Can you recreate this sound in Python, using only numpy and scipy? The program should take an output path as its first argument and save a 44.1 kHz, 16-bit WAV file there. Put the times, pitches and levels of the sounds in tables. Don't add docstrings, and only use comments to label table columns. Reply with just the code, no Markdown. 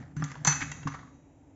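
import sys
import numpy as np
from scipy import signal
from scipy.fft import rfft, irfft, next_fast_len
from scipy.io import wavfile
from scipy.ndimage import map_coordinates

SR = 44100
rng = np.random.default_rng(int(sys.argv[2]) if len(sys.argv) > 2 else 0)


def wav_record(signal):
    frames = np.transpose(np.atleast_2d(signal))
    bounded = np.clip(frames, -1, 1)
    quanta = np.round(bounded * 32767).astype(np.int16)
    wavfile.write(sys.argv[1], SR, quanta)


N = 68355

# start in seconds, clack, tick and ring gains in dB, contact length in seconds.
CONTACTS = [(0.001, -64, -65, -53, 0.021), (0.027, -44.5, -72.5, -64, 0.0077),
            (0.167, -52.5, -43.5, -33.5, 0.035), (0.2401, -40, -29.5, -41, 0.037),
            (0.26, -50, -54, -46, 0.018), (0.3147, -41.5, -64, -54, 0.015), (0.316, -32, -42, -45, .012),
            (0.353, -38.5, -89.5, -65, 0.019), (0.4487, -24.5, -21, -9.5, 0.035),
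            (0.468, -33.5, -25.5, -23.5, 0.023), (0.4721, -19, -15, 3.5, 0.04),
            (0.477, -31.5, -23.5, -23.5, 0.065), (0.5018, -26.5, -32, -15, 0.024),
            (0.607, -30.5, -37, -29, 0.025), (0.614, -36.5, -40, -31, 0.026),
            (0.717, -36.5, -33.5, -27.5, 0.032), (0.781, -50, -53, -35, .02),
            (0.829, -41.5, -77.5, -49, 0.026), (0.873, -34.5, -41, -29.5, 0.044),
            (0.938, -37.5, -69, -44.5, 0.013), (0.945, -39.5, -52, -35.5, 0.033),
            (0.99, -47, -68, -62, 0.039), (1.027, -39, -70, -71, 0.004), (1.142, -73.5, -67.5, -53, .1)]


def amp(db):
    return 10 ** (np.asarray(db) / 20)


def unit(x):
    return x / np.sqrt(np.mean(x ** 2) + 1e-20)


def along(points, hz):
    points_hz, values = np.transpose(points)
    return np.interp(np.log(hz + 1), np.log(points_hz + 1), values)


def level(points):
    return amp(np.interp(np.arange(N) / SR, *np.transpose(points)))


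def wobble(rate_hz):
    return map_coordinates(rng.standard_normal(N // 8), [np.arange(N) * rate_hz / SR], mode='wrap')


def filtered(x, response):
    size = next_fast_len(N + SR // 2)
    return irfft(rfft(x, size) * response(np.fft.rfftfreq(size, 1 / SR)), size)[:N]


def noise(spectrum):
    return unit(filtered(rng.standard_normal(N), lambda hz: amp(along(spectrum, hz))))


def since(start_s):
    return np.maximum(np.arange(N) / SR - start_s, 0)


def fade(t, t60_s, attack_s):
    return amp(-60 * t / t60_s) * (1 - np.exp(-t / attack_s))


def ring(modes, start_s, attack_s, scatter_db, pitch=1):
    t = since(start_s)
    phase = rng.uniform(0, 2 * np.pi)
    out = np.zeros(N)
    for hz, db, t60_s in modes:
        envelope = amp(db + scatter_db * rng.normal()) * fade(t, t60_s, attack_s)
        out += envelope * np.sin(2 * np.pi * hz * pitch * t + phase)
    return out


def room_rumble():
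    # frequency in Hz, relative level in dB.
    spectrum = [(20, -23), (60, 2.5), (115, 3), (200, -10.5), (280, 9), (350, -6.5), (900, -12.5),
                (1100, -23.5), (2500, -27), (4500, -43.5), (6600, -30.5), (7500, -27)]
    return amp(-57) * noise(spectrum)


def room_echo(x):
    # frequency in Hz, t60 in seconds.
    decay = [(150, 0.33), (1000, 0.51), (3000, 0.62), (7000, 0.54)]
    hz, t, bins = signal.stft(rng.standard_normal(SR * 3 // 4), SR, nperseg=256)
    tail = signal.istft(bins * amp(-60 * t / along(decay, hz)[:, None]), SR, nperseg=256)[1]
    tail *= 1 - np.exp(-np.arange(len(tail)) / SR / 0.004)
    return signal.fftconvolve(x, tail / np.linalg.norm(tail))[:N]


def grinder_body():
    # frequency in Hz, level in dB, t60 in seconds.
    modes = [(69, -14.5, 0.22), (108, -10, 0.2), (147.3, 3.5, .17), (171, -7.5, 0.066), (274.9, -7.5, 0.19)]
    # time in seconds, gain in dB.
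    bumps = [(0.002, -42), (0.166, -29.5), (0.199, -31.5), (0.223, -31), (0.448, -32.5), (0.473, -29),
             (0.616, -31.5), (0.709, -40), (0.855, -26.5), (0.876, -35.5), (0.99, -44.5)]
    grip = [(0, -40), (.13, -54), (.23, -49.5), (.4, -46), (.62, -40), (.8, -47), (.98, -46), (1.12, -57.5),
            (1.55, -74.5)]
    # frequency in Hz, relative level in dB.
    grip_spectrum = [(25, -40.5), (65, -4), (110, -8), (146, 6), (200, -10), (275, -7.5), (360, -27.5),
                     (800, -22.5), (2000, -58.5)]
    booms = sum(amp(db) * ring(modes, start_s, attack_s=0.0043, scatter_db=4.1) for start_s, db in bumps)
    return booms + level(grip) * noise(grip_spectrum)


def thread_rasp():
    # time in seconds, gain in dB.
    envelope = [(0, -55), (.06, -61.5), (.15, -76), (.18, -52), (.28, -49), (.43, -59), (.48, -38.5),
                (.52, -34.5), (.57, -42), (.625, -34.5), (.68, -49.5), (.77, -56), (.85, -54), (.91, -52.5),
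                (1.02, -67.5), (1.12, -72), (1.2, -95.5)]
    # frequency in Hz, relative level in dB.
    spectrum = [(200, -19), (600, -30.5), (1200, 7), (1800, 7.5), (2400, -4), (3000, -8.5), (5700, -13.5),
                (6100, -12.5), (7500, -8.5)]
    friction = noise(spectrum)
    grain_db = 2.96 * wobble(450) + 3.7 * wobble(60.35)
    return level(envelope) * unit(friction * amp(grain_db))


def blade_knocks():
    # start in seconds, gain in dB, pitch factor.
    knocks = [(0.166, -45, 1.34), (0.223, -33.5, 1.08), (0.354, -42, 0.88), (0.450, -29.5, 0.92),
              (0.617, -32, 2), (0.871, -31, 1.016), (0.881, -38, .98), (0.943, -33.5, 1.045),
              (1.03, -44.5, 1), (1.075, -53.5, 1.03)]
    # frequency in Hz, level in dB, t60 in seconds.
    seat_modes = [(772, -8.5, 0.049), (866, -6.5, 0.035), (1109, 3.5, 0.037), (1256, -11.5, 0.17),
                  (1516, -2.5, 0.023), (1593, -11.5, .05), (2110, -21, 0.047)]
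    out = np.zeros(N)
    for start_s, db, pitch in knocks:
        out += amp(db) * ring(seat_modes, start_s, attack_s=0.0008, scatter_db=1.5, pitch=pitch)
    chatter_db = 4 * wobble(400)
    return out * amp(chatter_db)


def spindle_pings():
    # start in seconds, gain in dB, tilt in dB per octave.
    touches = [(0.163, -60.5, 20), (0.222, -49.5, 19), (0.718, -34.5, -19.5), (0.83, -51, -19.5),
               (0.872, -47, 18)]
    # frequency in Hz, level in dB, t60 in seconds.
    modes = [(1950, -4, 0.028), (2730, 1.5, 0.06), (3240, -4, .04), (4980, -17.5, 0.035), (5330, -16, 0.04)]
    pivot_hz = modes[1][0]
    out = np.zeros(N)
    for start_s, db, tilt in touches:
        tilted = [(hz, mode_db + tilt * np.log2(hz / pivot_hz), t60_s) for hz, mode_db, t60_s in modes]
        out += amp(db) * ring(tilted, start_s, attack_s=0.0015, scatter_db=3.9)
    scratch_db = 0.5 * wobble(460)
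    return out * amp(scratch_db)


def impacts():
    # frequency in Hz, relative level in dB.
    clack_spectrum = [(60, -18), (300, -22), (450, -2.5), (580, -15.5), (850, 0.5), (1300, -4.5), (2150, 0),
                      (2500, -12), (4000, -16.5), (5500, -17.5), (7500, -29.5)]
    tick_spectrum = [(500, -46.5), (2500, -24), (4000, -12.5), (5700, -22.5), (5980, 1.5), (6600, -2),
                     (7200, 0), (7600, -6.5)]
    out = np.zeros(N)
    for start_s, clack_db, tick_db, _, length_s in CONTACTS:
        t = since(start_s)
        out += amp(clack_db) * noise(clack_spectrum) * fade(t, 1.52 * length_s, attack_s=0.0012)
        tick_envelope = fade(t, length_s, attack_s=0.0001) + 0.67 * fade(t, 0.0058, attack_s=0.0001)
        out += amp(tick_db) * noise(tick_spectrum) * tick_envelope
    return out


def clink():
    # frequency in Hz, relative level in dB, t60 in seconds.
    nut_modes = [(4381, -39.5, .31), (5995, -37, .24), (6031, -37, .22), (6068, -22, .29), (6089, -33, .24)]
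    blade_modes = [(1007, -35, .25), (1217, -41, .22), (1561, -45, .35), (2191, -38, .25),
                   (2587, -38.5, .68), (3854, -59, 1.8), (5230, -53, .5), (5900, -55, 1.8),
                   (6286, -40, .25), (6430, -42, .35), (6665, -44, 1.1), (7102, -44, .3), (7253, -54, .9)]
    out = np.zeros(N)
    for modes, part_db in ((nut_modes, 1.5), (blade_modes, -2.5)):
        tone = np.zeros(N)
        for start_s, _, _, ring_db, _ in CONTACTS:
            tone += amp(ring_db + part_db) * ring(modes, start_s, attack_s=0.003, scatter_db=0.5)
        waver_db = 0.72 * wobble(70)
        out += tone * amp(waver_db)
    return out


def scene():
    hits = impacts()
    taps = blade_knocks() + spindle_pings()
    echo = amp(-7.5) * room_echo(hits + amp(-4) * taps)
    return (hits + taps + clink() + echo + thread_rasp() + grinder_body() + room_rumble())[None]


def record(dry):
    cutoff_hz = 7530
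    return filtered(dry[0], lambda hz: 1 / np.sqrt(1 + (hz / cutoff_hz) ** 400))[None]


dry = scene()
out = record(dry)
wav_record(out)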